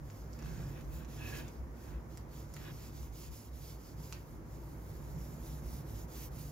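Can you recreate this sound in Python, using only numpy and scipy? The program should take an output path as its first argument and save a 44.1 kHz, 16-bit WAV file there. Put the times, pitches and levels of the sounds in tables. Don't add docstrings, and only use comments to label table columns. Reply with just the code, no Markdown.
import sys
import numpy as np
from scipy import signal
from scipy.fft import rfft, irfft, next_fast_len
from scipy.io import wavfile
from scipy.ndimage import uniform_filter1d, map_coordinates

SR = 44100
rng = np.random.default_rng(int(sys.argv[2]) if len(sys.argv) > 2 else 0)


def store_pcm(level_fs):
    pcm = np.round(np.clip(level_fs, -1, 1) * 32767).astype(np.int16)
    wavfile.write(sys.argv[1], SR, np.atleast_2d(pcm).T)


def field_ratio(decibels):
    return 10 ** (np.asarray(decibels, dtype=float) / 20)


N = 287091
TIME = np.arange(N) / SR
STEPS = TIME[::16]

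# start in seconds, length in seconds, level in dB, share (0-1) where it is fastest.
STROKES = [(0.018, 0.27, -71, 0.44), (0.225, 0.25, -72.5, .7), (0.432, 0.57, -67.5, 0.04),
           (0.84, 0.23, -67.5, 0.6), (0.913, 0.1, -63.5, 0.3), (1.067, 0.56, -66.5, 0.11),
           (1.195, 0.24, -61.5, 0.7), (1.735, .24, -70, 0.48), (2.087, 0.16, -72.5, 0.2),
           (2.275, 0.2, -67, 0.52), (2.45, 0.28, -68, .6), (2.637, 0.28, -65, 0.72),
           (2.878, 0.24, -66.5, 0.58), (3.108, 0.2, -61.5, 0.71), (3.299, 0.22, -63, 0.19),
           (3.5, 0.28, -62.5, 0.66), (3.753, 0.21, -68.5, 0.52), (3.951, 0.31, -65, 0.4),
           (4.238, 0.16, -70.5, .35), (4.44, 0.21, -71, 0.73), (4.584, 0.23, -70.5, 0.55),
           (4.76, 0.25, -67.5, 0.56), (4.93, 0.33, -68.5, 0.45), (5.143, 0.27, -65, 0.48),
           (5.342, 0.28, -63, 0.68), (5.6, 0.24, -62, 0.6), (5.816, .25, -62, 0.72),
           (6.07, .227, -57.5, 0.67), (6.299, 0.24, -60.5, 0.42)]
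# time in seconds, scrub over hiss in dB.
DRYNESS = [(0, -3.5), (.5, 0), (.8, -4.5), (.96, -7.5), (1.15, -0.5), (1.9, -2.5), (2.6, -1.5), (3.0, -2),
           (3.25, -3.5), (3.65, -3.5), (4.2, -2.5), (4.3, -7.5), (4.55, -2), (4.67, -6.5), (5.15, -3.5),
           (5.3, -6), (5.9, -5), (6.5, -5.5)]
# frequency in Hz, level in dB per Hz.
FIBRES = [(6000, -120), (7600, -19), (8230, -9.5), (11100, -2.5), (11800, 0.6), (13000, -0.5), (15700, -3),
          (16100, -13.5)]
# frequency in Hz, level in dB per Hz.
WEAVE = [(4500, -120), (5600, -14), (6300, -4.5), (6700, -3.5), (7000, -4.8), (7400, -5.5), (8000, -16),
         (9500, -34), (12000, -120)]
# frequency in Hz, level in dB per Hz.
GRAIN = [(1200, -120), (2000, -8), (2900, -7), (4200, -6.5), (4800, -3), (5300, -3.5), (5800, -2.5),
         (6300, -17.5), (8000, -120)]
# frequency in Hz, width in Hz, level in dB.
HEM_MODE = [(7010, 260, 0)]
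STROKE_ROUND, SLIDE_ROUND = 0.8, 0.51
GRAIN_FOLLOWS, GRAIN_DB = 1, 3

# start in seconds, length in seconds, rasp level in dB,
# low rings over the rasp in dB, high ring over the rasp in dB.
SLIDES = [(0.38, .17, -70.5, 5.5, -2), (0.5, 0.22, -71.5, 6, -4), (0.682, .15, -70, 1, -3),
          (0.9, .18, -72.5, -1, -0.5), (1.078, .07, -73, -1, -3), (1.168, 0.13, -62.5, -1.5, 2),
          (1.228, 0.22, -62, -7, 0.5), (1.293, .13, -61, -1, -6), (1.388, .13, -67.5, 0, -12),
          (1.76, 0.25, -75.5, 3, -8), (2.575, .11, -67, -5, -10), (2.635, 0.089, -63, -4.5, -14),
          (2.728, 0.19, -74, -4, -4), (3.18, 0.17, -73.5, -15, -8), (4.12, 0.072, -69.5, -10, -13),
          (6.134, .15, -73, -6, -13), (6.295, 0.17, -80, 0, -6)]
# frequency in Hz, width in Hz, level in dB.
BLOCK_MODES = [(1140, 72, -1), (1846, 26, 2), (2400, 240, -7), (2630, 150, -7.5), (3330, 42, -9),
               (3580, 50, -5.5), (3840, 60, -15)]
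# frequency in Hz, width in Hz, level in dB.
RINGS = [(1540, 240, 0), (1690, 27, 0), (2580, 65, 0)]
# frequency in Hz, level in dB per Hz.
DRAG = [(150, -120), (210, 17), (500, 1), (1200, -9), (2000, -2.5), (4000, -9), (7000, -50), (8000, -120)]
# frequency in Hz, level in dB per Hz.
TABLE_TOP = [(150, -120), (190, -2), (450, -2), (1100, -12.5), (1600, -120)]
SLIDE_FASTEST, RING_SWING_DB = 0.57, 2.5
LIGHT_DB = -71
MIDDLE_RING_DB, MIDDLE_WAKES = -9, 0.78
GROAN_DB, GROAN_WAKES = -2.5, 0.52

# time in seconds, snap peak in dB, then body, knock and edge over the snap in dB.
TICKS = [(0.1013, -49, -0.5, -8, -10), (0.3317, -46, -27, -18, -22), (0.3909, -49, -2, -11, -3),
         (0.4244, -47, -3, -15, -8), (0.46, -53, 6, -14, 1), (0.8107, -53.5, -19, -1, 0),
         (0.845, -54, -18, -14, -14), (1.0484, -50.5, -16, -5, -10), (1.4819, -44.5, -13, -18, -6),
         (2.174, -42.5, -5, -13, -4), (2.5398, -43, -11, -20, 2), (2.5646, -50, 1, -6, 0.5),
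         (2.5667, -52, 8, 7, -4), (4.0012, -59, -7, -6, -10), (4.1256, -38.5, -0.5, -4, -4)]
# frequency in Hz, time to fall 60 dB in seconds.
TAIL = [(800, 0.24), (3000, 0.31), (7000, 0.083), (12000, 0.077)]

# time in seconds, level in dB.
TRAFFIC = [(0, -57.5), (.5, -54), (1.05, -55), (1.41, -53), (1.55, -56), (1.98, -55), (2.14, -56),
           (2.8, -56.5), (3.2, -58), (3.43, -59.5), (3.72, -56.5), (3.86, -58), (4.0, -56), (4.15, -57.5),
           (4.9, -55), (5.25, -54.5), (6.0, -54), (6.51, -55.5)]
# centre in seconds, length in seconds, lift of the deep hum in dB, lift
# of the upper hum in dB.
SURGES = [(0, 0.13, 3.5, 7), (.13, .08, -2, -6), (.39, .08, -2, -3), (0.473, .06, 3.5, 11.5),
          (.6, 0.19, 4.5, 7), (.72, 0.13, -1, 4), (0.926, 0.18, 5.5, 1.5), (1.25, .3, -0.5, 0.5),
          (1.522, 0.085, -10, -3), (1.612, .15, 8, -3), (1.804, 0.18, -3, -9), (1.965, .12, 8, 0.5),
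          (2.058, .06, -12, -1), (2.645, 0.21, -1, 3.5), (3.057, 0.17, 6, -2), (3.33, 0.11, 11.5, -3),
          (3.43, 0.14, -11, -6), (3.532, 0.12, 7.5, -2.5), (3.854, 0.13, -2, -1), (3.994, 0.18, 0.5, 4.5),
          (4.618, 0.088, 4.5, 2), (5.16, 0.15, 3.5, 7), (5.35, .1, -3, 4.5), (5.55, .12, 3, 3.5),
          (5.72, .12, 7, 2.5), (5.825, 0.093, -8, 6), (6.02, 0.15, 2, 0), (6.16, 0.22, -1.5, -5.5),
          (6.363, 0.28, 0.5, 5)]
# frequency in Hz, width in Hz, level in dB.
DEEP_MODES = [(30.2, 7.7, -19), (50.4, 9.2, -8), (60.75, 8.1, -2)]
# frequency in Hz, width in Hz, level in dB.
STEADY_MODE = [(104.7, 6.5, 0)]
# frequency in Hz, width in Hz, level in dB.
HUM_MODES = [(128.6, 23, -7.5), (142.3, 12.7, 2), (162.2, 15, -8), (171.5, 16, -11)]
# frequency in Hz, width in Hz, level over the drone in dB.
DRONE_MODES = [(232.4, 13.7, 8), (284, 5, 3), (322.5, 7.1, 6), (348, 14, 1.5), (513, 21, -0.5)]
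# frequency in Hz, level in dB per Hz.
DRONE = [(20, -44), (80, -16), (200, -5), (330, -4.5), (520, -8), (700, -11), (1400, -18), (2300, -25),
         (3200, -39), (5000, -120)]
# frequency in Hz, level in dB per Hz.
TYRES = [(500, -36), (750, -8.5), (930, 1.5), (1050, -2), (1300, -8.5), (1450, -13), (2200, -14),
         (3000, -120)]
# frequency in Hz, left-right likeness (0-1).
FAR_ALIKE = [(40, 0.96), (62, 0.9), (130, 0.94), (290, 0.9), (640, 0.28), (1410, 0.011)]
DEEP_DB, UPPER_DB, TYRE_DB = 6.5, 2.5, -11.5
TYRES_FOLLOW = 0.22

# frequency in Hz, left minus right in dB.
FAR_PAN = [(50, -1.5), (130, -0.5), (290, -4), (640, -3), (1410, 0.5), (3100, -2.5), (6820, -4),
           (15000, -1)]
# frequency in Hz, lead in radians.
LEAD = [(520, -2.5), (1460, 0.5), (2670, 1.3), (6800, 1.5), (8000, 1.7), (11000, 2), (13200, 4.5),
        (15500, 12.5)]
# frequency in Hz, level in dB per Hz.
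SELF_NOISE = [(1300, -18), (2200, -26), (3000, -13), (4000, -13), (5500, -8), (6900, -8.5), (8100, -18),
              (12000, -11.5), (15700, -11.5), (16100, -10)]
TOP_HZ = 15810


def cloth():
    start, length, db, fastest = np.transpose(STROKES)
    dry_db, = curves(DRYNESS)
    speed = together(db, moves(start, length, fastest, STROKE_ROUND))
    speed = speed * field_ratio(1.06 * wobble(30))
    hiss = field_ratio(3.0) * ports(shape(FIBRES), [(9000, 0.08)], grain_db=1.0)
    scrub = field_ratio(dry_db + 1.5) * ports(shape(WEAVE), [(6500, 0.57)], grain_db=1.5)
    rasp = field_ratio(GRAIN_FOLLOWS * dry_db + GRAIN_DB) * ports(shape(GRAIN), [(4000, 0.97)], grain_db=1.0)
    hem = field_ratio(-10.5 + 3.3 * wobble(5.14)) * ports(sharp(HEM_MODE, 1.6), [(7000, 0.3)])
    return patched(speed * (hiss + scrub + rasp + hem), depth_db=1.37, size=(8, 20))


def slides():
    start, length, db, low_db, high_db = np.transpose(SLIDES)
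    speeds = moves(start, length, SLIDE_FASTEST, SLIDE_ROUND)
    heavier_db = db - LIGHT_DB

    wood = lambda hz: sharp(BLOCK_MODES, 1.2)(hz) + 0.7 * shape(DRAG)(hz)
    rasp = field_ratio(6.5) * ports(wood, [(500, 0.94), (3000, 0.3)], grain_db=2)
    sound = together(db, speeds) * patched(rasp, depth_db=3.5, size=(2, 24))

    middle_db = low_db + MIDDLE_RING_DB + MIDDLE_WAKES * heavier_db
    for mode, ring_db in zip(RINGS, (low_db, middle_db, high_db)):
        swing = field_ratio(RING_SWING_DB * wobble(13.36))
        sound += together(db + ring_db, speeds) * swing * ports(sharp([mode], 1.23), [(2000, 1.0)])

    groan = ports(shape(TABLE_TOP), [(500, 0.8)], grain_db=2.5)
    sound += together(db + GROAN_DB + GROAN_WAKES * heavier_db, speeds) * groan
    return field_ratio(1.16 * wobble(40.02)) * sound


def ticks():
    out = np.zeros((2, N + SR))
    t = np.arange(400) / SR
    edges_hz = ((4600, 7500), (800, 2400), (2400, 4600), (8900, 15000))
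    bands = [signal.butter(2, edges, "bandpass", fs=SR, output="sos") for edges in edges_hz]
    for s, db, *rel_db in TICKS:
        wake = 0.3 * rng.standard_normal(len(t)) * field_ratio(-60 * t / 0.003)
        blow = (t == 0) + wake
        parts = [signal.sosfilt(b, signal.sosfilt(b, blow)) for b in bands]
        tick = sum(field_ratio(db + d) * p / np.abs(p).max() for d, p in zip((0, *rel_db), parts))
        start = round((s - 0.0004) * SR)
        out[:, start:start + len(t)] += tick
    return out[:, :N]


def room(x):
    hz, t, z = signal.stft(rng.standard_normal((2, SR // 3)), SR, nperseg=256)
    tail = signal.istft(z * field_ratio(-60 * t / along(TAIL, hz)[:, None]), SR, nperseg=256)[1]
    flutter = 3.0 * field_ratio(-60 * np.arange(tail.shape[1]) / SR / 0.0089)
    tail = tail / np.linalg.norm(tail[0]) * (1 + flutter)
    tail[:, 0] += 0.3
    delayed = np.pad(x, ((0, 0), (172, 0)))
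    return signal.fftconvolve(delayed, tail, axes=1)[:, :N]


def rumble():
    drone_db, = curves(TRAFFIC)
    s, length, *surge_db = np.transpose(SURGES)
    swells = np.exp(-(2 * (STEPS - s[:, None]) / length[:, None]) ** 2)
    deep_db, upper_db = map(smooth, np.array(surge_db) @ swells)

    hum = field_ratio(drone_db + deep_db + DEEP_DB) * evened(ports(sharp(DEEP_MODES, 1.65), FAR_ALIKE))
    hum += field_ratio(drone_db + upper_db + UPPER_DB) * evened(ports(sharp(HUM_MODES, 1.455), FAR_ALIKE))
    hum += field_ratio(drone_db + 1.15) * ports(sharp(STEADY_MODE, 1.11), FAR_ALIKE)

    broad = lambda hz: shape(DRONE)(hz) * (1 + 0.43 * sharp(DRONE_MODES, 1.6)(hz))
    drone = field_ratio(drone_db + 1.32) * ports(broad, FAR_ALIKE)

    mean_db = drone_db.mean()
    tyre_db = mean_db + TYRE_DB + TYRES_FOLLOW * (drone_db - mean_db) + 0.92 * wobble(4.07)
    return hum + drone + field_ratio(tyre_db) * ports(shape(TYRES), FAR_ALIKE)


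def moves(start, length, fastest, roundness):
    u = (STEPS - start[:, None]) / length[:, None]
    top = np.clip(np.reshape(fastest, (-1, 1)), 0.05, 0.95)
    ramp = np.clip(np.minimum(u / top, (1 - u) / (1 - top)), 0, 1)
    return np.sin(np.pi / 2 * ramp) ** roundness


def together(db, speeds):
    return smooth(np.sqrt(field_ratio(db) ** 2 @ speeds ** 2))


def ports(response, alike, grain_db=0):
    m = next_fast_len(N)
    hz = np.fft.rfftfreq(m, 1 / SR)
    scratch = field_ratio(grain_db * wobble(900)) if grain_db else 1
    pair = rfft(rng.standard_normal((2, N)) * scratch, m)
    turn = np.arccos(np.clip(along(alike, hz), -1, 1)) / 2
    mid, side = irfft(pair * response(hz) * np.array([np.cos(turn), np.sin(turn)]), m)[:, :N]
    return unit(np.array([mid + side, mid - side]))


def patched(x, depth_db, size):
    z = signal.stft(x, nperseg=512)[2]
    field = uniform_filter1d(rng.standard_normal(z.shape[1:]), size=size[0], axis=0)
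    field = uniform_filter1d(field, size=size[1], axis=1)
    return signal.istft(z * field_ratio(depth_db * unit(field)), nperseg=512)[1][:, :N]


def evened(x):
    power = np.abs(uniform_filter1d(np.mean(x ** 2, axis=0), size=6000)) + 0.05
    return unit(x / power ** 0.35)


def resonances(modes):
    def response(f):
        return sum((-1) ** k * field_ratio(db) * 1j * f * w / (c * c - f * f + 1j * f * w)
                   for k, (c, w, db) in enumerate(modes))
    return response


def sharp(modes, power):
    return lambda hz: sum(np.abs(resonances([m])(hz)) ** power for m in modes)


def shape(points):
    return lambda hz: field_ratio(along(points, hz))


def along(points, hz):
    f, v = np.transpose(points)
    return np.interp(np.log(hz + 1), np.log(f + 1), v)


def filtered(x, response):
    m = next_fast_len(N + SR // 2)
    return irfft(rfft(x, m) * response(np.fft.rfftfreq(m, 1 / SR)), m)[..., :N]


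def curves(rows):
    s, *cols = np.transpose(rows)
    return [np.interp(TIME, s, c) for c in cols]


def wobble(rate):
    knots = rng.standard_normal(int(N * rate / SR) + 4)
    return smooth(map_coordinates(knots, [STEPS * rate]))


def smooth(x):
    return np.interp(TIME, STEPS, x)


def unit(x):
    return x / np.sqrt(np.mean(x ** 2) + 1e-20)


def scene():
    side = np.array([[1], [-1]])
    rubbing = filtered(cloth() + slides(), lambda hz: np.exp(0.5j * side * along(LEAD, hz)))
    taps = ticks()
    near = rubbing + taps + field_ratio(-4) * room(taps)
    return filtered(near + rumble(), lambda hz: field_ratio(side * along(FAR_PAN, hz) / 2))


def band_limit(x):
    return signal.sosfilt(signal.butter(12, 15960, fs=SR, output="sos"), x)


def record(dry):
    hiss = field_ratio(-69.5) * ports(shape(SELF_NOISE), [(5000, 0.09)])
    heard = filtered(dry + hiss, lambda hz: hz < TOP_HZ)
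    return band_limit(heard)


dry = scene()
out = record(dry)
store_pcm(out)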